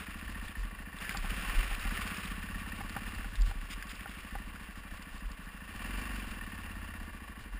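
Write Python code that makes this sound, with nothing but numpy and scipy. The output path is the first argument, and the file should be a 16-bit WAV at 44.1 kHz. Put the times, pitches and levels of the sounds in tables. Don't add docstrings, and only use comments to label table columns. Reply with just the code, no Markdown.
import sys
import numpy as np
from scipy import signal
from scipy.fft import rfft, irfft
from scipy.io import wavfile
from scipy.ndimage import uniform_filter1d

SR = 44100
rng = np.random.default_rng(int(sys.argv[2]) if len(sys.argv) > 2 else 0)


def pcm_store(signal):
    levels = np.round(np.clip(np.atleast_2d(signal), -1, 1) * 32767)
    wavfile.write(sys.argv[1], SR, levels.astype(np.int16).T)


def voltage_ratio(level):
    return 10 ** (np.asarray(level, float) / 20)


N = 334719


# time in s, exhaust pop in dB, pipe pitch as a factor (hot gas raises it).
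THROTTLE = [(0, -42.5, 1.05), (.3, -39.5, 1.11), (.6, -42, 1.105), (1, -44, 0.99), (1.3, -41.5, 0.97),
            (1.69, -46, 1.11), (1.88, -35.5, 1.09), (2.19, -42, 0.98), (2.4, -40.5, 1.01), (3.2, -40, 1.13),
            (3.37, -47, 1.01), (4.4, -42.5, 1.085), (5.1, -46.5, 1.01), (5.57, -47, .99), (5.95, -35, 1.2),
            (6.5, -41.5, 1.074), (6.95, -39.5, 1.124), (7.59, -45, 1.09)]
# frequency in Hz, level in dB, t60 in s.
BLOW = [(220, -4, 0.055)]
# frequency in Hz, level in dB, t60 in s.
PIPE = [(186.6, -2.5, .12), (208.8, -4, 0.12)]
# frequency in Hz, level in dB, t60 in s.
SILENCER = [(249, -6.5, 0.089), (275.3, -10.5, 0.15), (343, -11, 0.056)]


def exhaust(cycles):
    lead = round(.0049 * SR)
    throttle_db, pitch = column(THROTTLE, index=1), column(THROTTLE, index=2)
    pops = once_a_cycle(cycles, spread_db=.5) * voltage_ratio(throttle_db + 2.5)
    pipe_db = 1.1 - 48 * (pitch - 1.03)
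    silencer_db = 2.7 - 0.6 * (throttle_db + 42)
    blow_db = 0.8 * np.minimum(throttle_db + 40, 0)
    out = np.zeros(N + lead)
    for at in np.flatnonzero(pops):
        parts = (BLOW, blow_db[at]), (PIPE, pipe_db[at]), (SILENCER, silencer_db[at])
        modes = [(hz * pitch[at], db + extra_db, t60)
                 for part, extra_db in parts for hz, db, t60 in part]
        add(out, at / SR, -pops[at] * ring(modes, rise=0.0021, size=4500))
    muffle = signal.butter(2, (125, 310), "bandpass", fs=SR, output="sos")
    return signal.sosfiltfilt(muffle, out)[lead:]


# share of the cycle, level in dB.
STROKES = [(0, -1), (.1, -1), (.2, 1.5), (.33, 0), (.45, -4), (.6, -6.5), (.69, -6.5), (.71, 2), (.85, 0),
           (1, -1)]
# frequency in Hz, width in Hz, level in dB.
CASE = [(842, 450, -10), (1157, 66, 2.5), (1505, 180, 0), (1786, 210, 7), (2066, 360, -1.5),
        (2381, 58, -2.5), (2726, 130, 2.5), (3430, 180, -17.5), (4820, 1100, -1)]
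# frequency in Hz, level in dB per Hz.
GRIT = [(800, -11.5), (1600, 1.5), (2800, 4), (3700, -1), (4300, -15.5), (4900, 4.5), (5600, -6),
        (7000, -9)]


def clatter(cycles):
    share, stroke_db = np.transpose(STROKES)
    extra_speed = speed() - 15
    drive = evened(grains(7000, 1.0)) * voltage_ratio(np.interp(cycles % 1, share, stroke_db))
    modes = [(hz, db + 10 * np.log10(width), 2.24 / width) for hz, width, db in CASE]
    low = signal.oaconvolve(drive, ring(modes[:5], rise=0.00012))[:N]
    high = signal.oaconvolve(drive, ring(modes[5:], rise=0.00012))[:N]
    rattle = evened(low + voltage_ratio(0.34 * extra_speed) * high)
    hiss = voltage_ratio(-14) * coloured(drive, GRIT)
    load_db = 0.11 * (column(THROTTLE, index=1) + 41)
    revs_db = 0.3642 * extra_speed
    jolts_db = 0.68 * (np.maximum(column(TRAIL, index=1), -62) + 60)
    return voltage_ratio(-49.5 + load_db + revs_db + jolts_db) * (rattle + hiss)


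def valve(cycles):
    lead_cycles = .285 + .008 * (speed() - 15)
    ticks = once_a_cycle(cycles + lead_cycles, spread_db=1) * ticking()
    bounce = voltage_ratio(-60 * np.arange(2500) / SR / 0.085)
    chatter = signal.oaconvolve(ticks, bounce)[:N] * grains(4000, .4)
    modes = [(1814, 0.5, 0.054), (1773, -6, 0.03), (1420, -3, 0.013),
             (1120, -11, 0.025), (2590, -5.5, 0.022), (2630, -20, 0.019)]
    return signal.oaconvolve(0.69 * ticks + 0.11 * chatter, ring(modes, rise=0.00052))[:N]


# start in s, length in s, level in dB.
TICKING = [(0, .66, -38), (.66, .4, -44.5), (1.8, .3, -49), (2.3, .46, -38.5), (2.98, .2, -43),
           (3.98, .14, -41), (4.33, .12, -39), (4.66, .12, -48), (5.35, .3, -59), (5.66, .14, -45),
           (6.0, .14, -42), (6.38, .28, -39), (6.66, .33, -45)]


def ticking():
    out = np.full(N, voltage_ratio(-59))
    for s, length_s, db in TICKING:
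        add(out, s, np.full(round(length_s * SR), voltage_ratio(db)))
    return out


ORDER_DB = (2, -3, -2, 2.5, -3.5, -7)
IN_STEP_HZ = (32.5, 55, 54, 100, 89, 80)
LAG_PER_HZ = (.22, .18, .17, .03, .05, .05)
# frequency in Hz, level in dB.
FRAME = [(22, -24), (33, -9), (41, -5), (48, -3), (58, -14), (70, -11), (85, -9), (96, -18), (120, -25),
         (180, -22)]


def engine_orders(cycles):
    rate = speed()
    idling_db = 2.4 * np.minimum(rate - 16.5, 0)
    out = np.zeros(N)
    for k, (db, in_step_hz, lag) in enumerate(zip(ORDER_DB, IN_STEP_HZ, LAG_PER_HZ), 2):
        level_db = db + read(FRAME, k * rate) + idling_db * (k < 4)
        phase = 2 * np.pi * k * cycles - lag * (k * rate - in_step_hz)
        out += voltage_ratio(level_db) * np.cos(phase)
    return voltage_ratio(column(THROTTLE, index=1)) * out


# frequency in Hz, level in dB per Hz.
RUMBLE = [(60, -11), (115, 0.5), (150, 0.5), (200, 2), (290, -1), (360, -8.5), (480, -3.5), (650, -25),
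          (1000, -27), (1500, -58)]


def rumble(cycles):
    throttle_db = column(THROTTLE, index=1)
    rush = 0.7 + 1.1 * np.exp(-((cycles + .1) % 1) / 0.35)
    level_db = throttle_db - 21.5 - 0.5 * (throttle_db + 45)
    return voltage_ratio(level_db) * rush * coloured(grains(3000, 2.0), RUMBLE)


# crest in s, level in dB, frequency in Hz, fading time in s.
BUMPS = [(0.128, -54, 47, 0.022), (0.285, -43, 52.4, 0.02), (0.405, -41, 47.7, 0.038),
         (0.608, -30.5, 41, 0.046), (1.214, -32, 31.6, 0.033), (1.306, -28, 38.2, 0.012),
         (1.373, -37, 48, 0.026), (1.489, -35, 35.5, 0.026), (1.588, -18.5, 32.4, 0.011),
         (1.659, -33.5, 43.7, 0.028), (1.729, -27.5, 35, 0.014), (1.878, -28.5, 37, 0.03),
         (2.312, -40, 40.7, 0.032), (2.543, -55, 50, 0.046), (2.656, -48, 53, 0.067),
         (3.078, -44, 40.5, 0.03), (3.192, -38, 34.5, 0.033), (3.259, -33.5, 41.8, 0.026),
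         (3.415, -18.5, 39.7, 0.025), (3.488, -33.5, 41.4, 0.017), (3.58, -33, 34.2, 0.019),
         (3.767, -38.5, 41, 0.064), (4.461, -39, 39, 0.03), (4.798, -45, 39, 0.034),
         (5.043, -47, 34, 0.029), (5.271, -30.5, 41, 0.012), (5.332, -39, 37.5, 0.015),
         (7.55, -34, 42.8, 0.022)]


def mount():
    lumps = coloured(rng.standard_normal(N), [(6, -20), (16, -8), (28, -11.5), (41, 3), (55, -14.5),
                                              (85, -16.5), (125, -20), (170, -42.5)])
    heaps_db = 4.66 * coloured(rng.standard_normal(N), [(1, 4.0), (8, 11), (20, -44.5)])
    out = trembling() * lumps * voltage_ratio(heaps_db)
    t = np.arange(-SR // 10, SR // 4) / SR
    for s, db, hz, fade_s in BUMPS:
        rise = np.exp(-(np.minimum(t, 0) / 0.029) ** 2)
        fall = np.cosh(np.maximum(t, 0) / fade_s)
        add(out, s + t[0], voltage_ratio(db) * rise / fall * np.cos(2 * np.pi * hz * t))
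    return out


def trembling():
    t = np.arange(N) / SR
    steady = voltage_ratio(-54 + 0.43 * (column(THROTTLE, index=1) + 47))
    around = sum(voltage_ratio(db - 22) ** 2 * np.exp(-((t - s) / 0.13) ** 2) for s, db, _, _ in BUMPS)
    return np.sqrt(steady ** 2 + around)


# time in s, level in dB, brightness in dB.
KNOCKS = [
    (1.147, -36.5, 6),
    (1.244, -42, -5),
    (1.712, -41.5, -3),
    (1.853, -44.5, -9),
    (2.807, -39, -3),
    (2.9647, -35, 9.5),
    (3.245, -46, 9.5),
    (3.512, -43.5, 10),
    (4.058, -43.5, 13),
    (4.353, -37.5, 5),
]
# frequency in Hz, level in dB, t60 in s.
KNOCK = [(805, 3, .075), (520, -8, .03), (680, -9, .03), (1030, -6, .025), (1160, -3, .04),
         (1464, -0.5, .02), (1670, -5, .01), (127, -2, .085)]


def knocks():
    out = np.zeros(N)
    buzz_hz_db = [(250, -12), (600, -2), (1500, 0), (2500, -12), (4000, -40)]
    for s, db, bright_db in KNOCKS:
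        modes = [(hz, level + (bright_db if hz > 1200 else 0), t60) for hz, level, t60 in KNOCK]
        add(out, s, -voltage_ratio(db + 0.5) * ring(modes, rise=0.00047, size=6000))
        add(out, s, -voltage_ratio(db + 6) * ring([(1100, 0, .007)], rise=.0003))
        add(out, s + 0.00617, voltage_ratio(db - 10.5) * ring(modes, rise=0.0028))
        buzz = coloured(rng.standard_normal(3000), buzz_hz_db)
        add(out, s, voltage_ratio(db - 8 - 60 * np.arange(3000) / SR / 0.072) * buzz)
    return out


# time in s, level in dB, frequency in Hz.
STONES = [(0.483, -40, 3430), (0.9868, -36.5, 3470), (1.1029, -39, 4400), (1.1174, -43, 4800),
          (1.1244, -42, 4700), (1.1717, -28, 4710), (1.179, -42, 4580), (1.7953, -40, 3840),
          (1.8923, -37, 4800), (2.172, -36, 5040), (2.2567, -37, 3600), (2.895, -37.5, 4400),
          (3.149, -43, 4610), (3.3556, -35.5, 3680), (3.4017, -50, 4120), (3.411, -40.5, 4740),
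          (3.4191, -34.5, 4740), (3.461, -43, 3600), (3.8244, -58, 4770), (3.87, -42, 4900),
          (3.8931, -39.5, 3580), (3.92, -51, 4900), (3.9539, -45, 3510), (4.095, -43, 3520),
          (4.2647, -51, 3630), (5.025, -42.5, 4520), (5.1796, -46, 4450), (5.3168, -42.5, 4500)]
# time in s, level in dB, frequency in Hz, t60 in s.
CRACKS = [(1.0465, -40, 1730, 0.22), (1.0934, -29, 2020, 0.024), (1.0974, -41, 2900, 0.03),
          (1.1094, -33.5, 1590, 0.045), (1.1717, -51, 1790, 0.024), (1.9091, -41, 1680, 0.065),
          (1.9754, -32, 1850, 0.019), (3.3548, -41, 1830, 0.033), (3.7833, -61, 1830, 0.025),
          (3.8252, -33.5, 1630, 0.03), (3.9913, -50, 1820, 0.02), (4.0078, -37, 1860, 0.019),
          (4.1859, -42, 2380, 0.03), (4.559, -41, 1480, 0.037), (4.7581, -49, 1420, 0.12),
          (5.9923, -44, 1720, 0.02), (6.1544, -42, 1480, 0.049)]


def stones():
    out = np.zeros(N)
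    thrown = [(*stone, .013) for stone in STONES]
    for s, db, hz, t60 in thrown + CRACKS:
        modes = [(hz, 0, t60), (hz * 1.09, -4, t60 * 0.87), (hz * 0.92, -6, t60 * .5)]
        grit_db = -8 + .5 * hz / 1000 - 60 * np.arange(3000) / SR / t60
        grit = coloured(rng.standard_normal(3000), GRIT) * voltage_ratio(grit_db)
        add(out, s, voltage_ratio(db) * (ring(modes, rise=0.0003) + grit))
    return out


# time in s, level in dB.
TRAIL = [(0, -59), (.17, -61.5), (.51, -62), (.93, -70), (1.0, -55.5), (1.2, -56.5), (1.48, -51.5),
         (1.8, -55.5), (2.08, -52.5), (2.4, -60.5), (3.24, -60), (3.31, -66), (3.65, -63), (4.2, -62),
         (4.4, -64.5), (5.57, -68), (5.9, -58.5), (7.59, -71)]
# frequency in Hz, level in dB per Hz.
GRAVEL = [(400, -8.5), (900, -21.5), (1150, -0.5), (1500, -2), (2100, -1), (2750, -0.5), (3400, -7.5),
          (4300, -14.5), (4850, -11), (5600, -11.5), (7000, -54)]
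# start in s, length in s, level in dB.
SCRAPES = [
    (3.698, .048, -43),
    (3.354, .02, -50),
    (3.89, .038, -48),
    (5.19, .03, -58),
    (4.09, .05, -55),
    (3.455, .015, -54),
    (3.945, .02, -54),
    (.98, .03, -58),
]


def tyres():
    smooth = uniform_filter1d(uniform_filter1d(rng.standard_normal(N), 500), 300)
    clumps = voltage_ratio(2.07 * evened(smooth))
    crunch = voltage_ratio(column(TRAIL, index=1) + 9.5) * clumps * coloured(grains(7000, 0.28), GRAVEL)
    scrape = np.zeros(N)
    for s, length_s, db in SCRAPES:
        add(scrape, s, voltage_ratio(db) * signal.windows.tukey(round(length_s * SR), .4))
    return crunch + scrape * coloured(grains(6000, 0.77), GRIT)


# time in s, firings per s.
SPEED = [(0.0, 12.432), (0.196, 14.593), (0.468, 15.243), (0.555, 12.474), (1.282, 13.357), (1.497, 23.657),
         (1.702, 14.046), (2.121, 13.991), (2.126, 13.548), (2.496, 17.141), (3.11, 17.579), (3.38, 13.011),
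         (5.637, 13.357), (6.039, 25.667), (6.491, 17.88), (7.006, 15.207), (7.306, 12.736), (7.59, 10.993)]
# time in s, firings per s gained.
LURCHES = [(0.879, 1.45), (1.502, -2.29), (2.069, 2.05), (3.66, 0.59), (4.051, -0.95), (4.622, 4.4),
           (4.684, -4.59), (4.886, 1.04), (5.316, -1.77), (5.844, 1.77), (6.98, 0.86)]


def speed():
    t = np.arange(N) / SR
    lurches = sum(gain * np.exp(-((t - s) / .1126) ** 2) for s, gain in LURCHES)
    return column(SPEED, index=1) + lurches


def once_a_cycle(cycles, spread_db):
    whole = np.floor(cycles).astype(int)
    strength = voltage_ratio(spread_db * rng.standard_normal(400))
    return np.diff(whole, prepend=whole[0]) * strength[whole]


def grains(per_s, spread_db):
    size = voltage_ratio(spread_db * np.minimum(rng.exponential(1, N), 5)) * rng.standard_normal(N)
    return size * (rng.random(N) < per_s / SR)


def ring(modes, rise, size=3000):
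    t = np.arange(size) / SR
    tones = sum(voltage_ratio(db - 60 * t / t60) * np.sin(2 * np.pi * hz * t) for hz, db, t60 in modes)
    return tones * (1 - np.exp(-t / rise))


def coloured(x, points):
    gain = voltage_ratio(read(points, np.fft.rfftfreq(len(x), 1 / SR)))
    return evened(irfft(rfft(x) * gain, len(x)))


def read(points, hz):
    known_hz, db = np.transpose(points)
    return np.interp(np.log(hz + 1), np.log(known_hz + 1), db)


def evened(x):
    return x / np.sqrt(np.mean(x ** 2) + 1e-20)


def column(table, index):
    rows = np.array(table)
    return np.interp(np.arange(N) / SR, rows[:, 0], rows[:, index])


def add(mix, s, sound):
    part = mix[round(s * SR):][:len(sound)]
    part += sound[:len(part)]


def scene():
    cycles = .8536 + np.cumsum(speed()) / SR
    engine = exhaust(cycles) + clatter(cycles) + valve(cycles)
    shaking = engine_orders(cycles) + rumble(cycles) + mount()
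    return (engine + shaking + knocks() + stones() + tyres())[None]


def top_cut(x):
    return signal.sosfilt(signal.butter(12, 15680, fs=SR, output="sos"), x)


def record(dry):
    edge = signal.butter(6, 5500, fs=SR, output="sos")
    slow = signal.resample_poly(signal.sosfilt(edge, dry), 40, 147, axis=1)
    held = np.repeat(slow, 4, axis=1)
    converted = signal.resample_poly(held, 147, 160, axis=1)[:, :N]
    top = signal.firwin(401, 15330, window=("kaiser", 8), fs=SR)
    mix = signal.oaconvolve(converted, top[None], "same")
    return top_cut(mix)


dry = scene()
out = record(dry)
pcm_store(out)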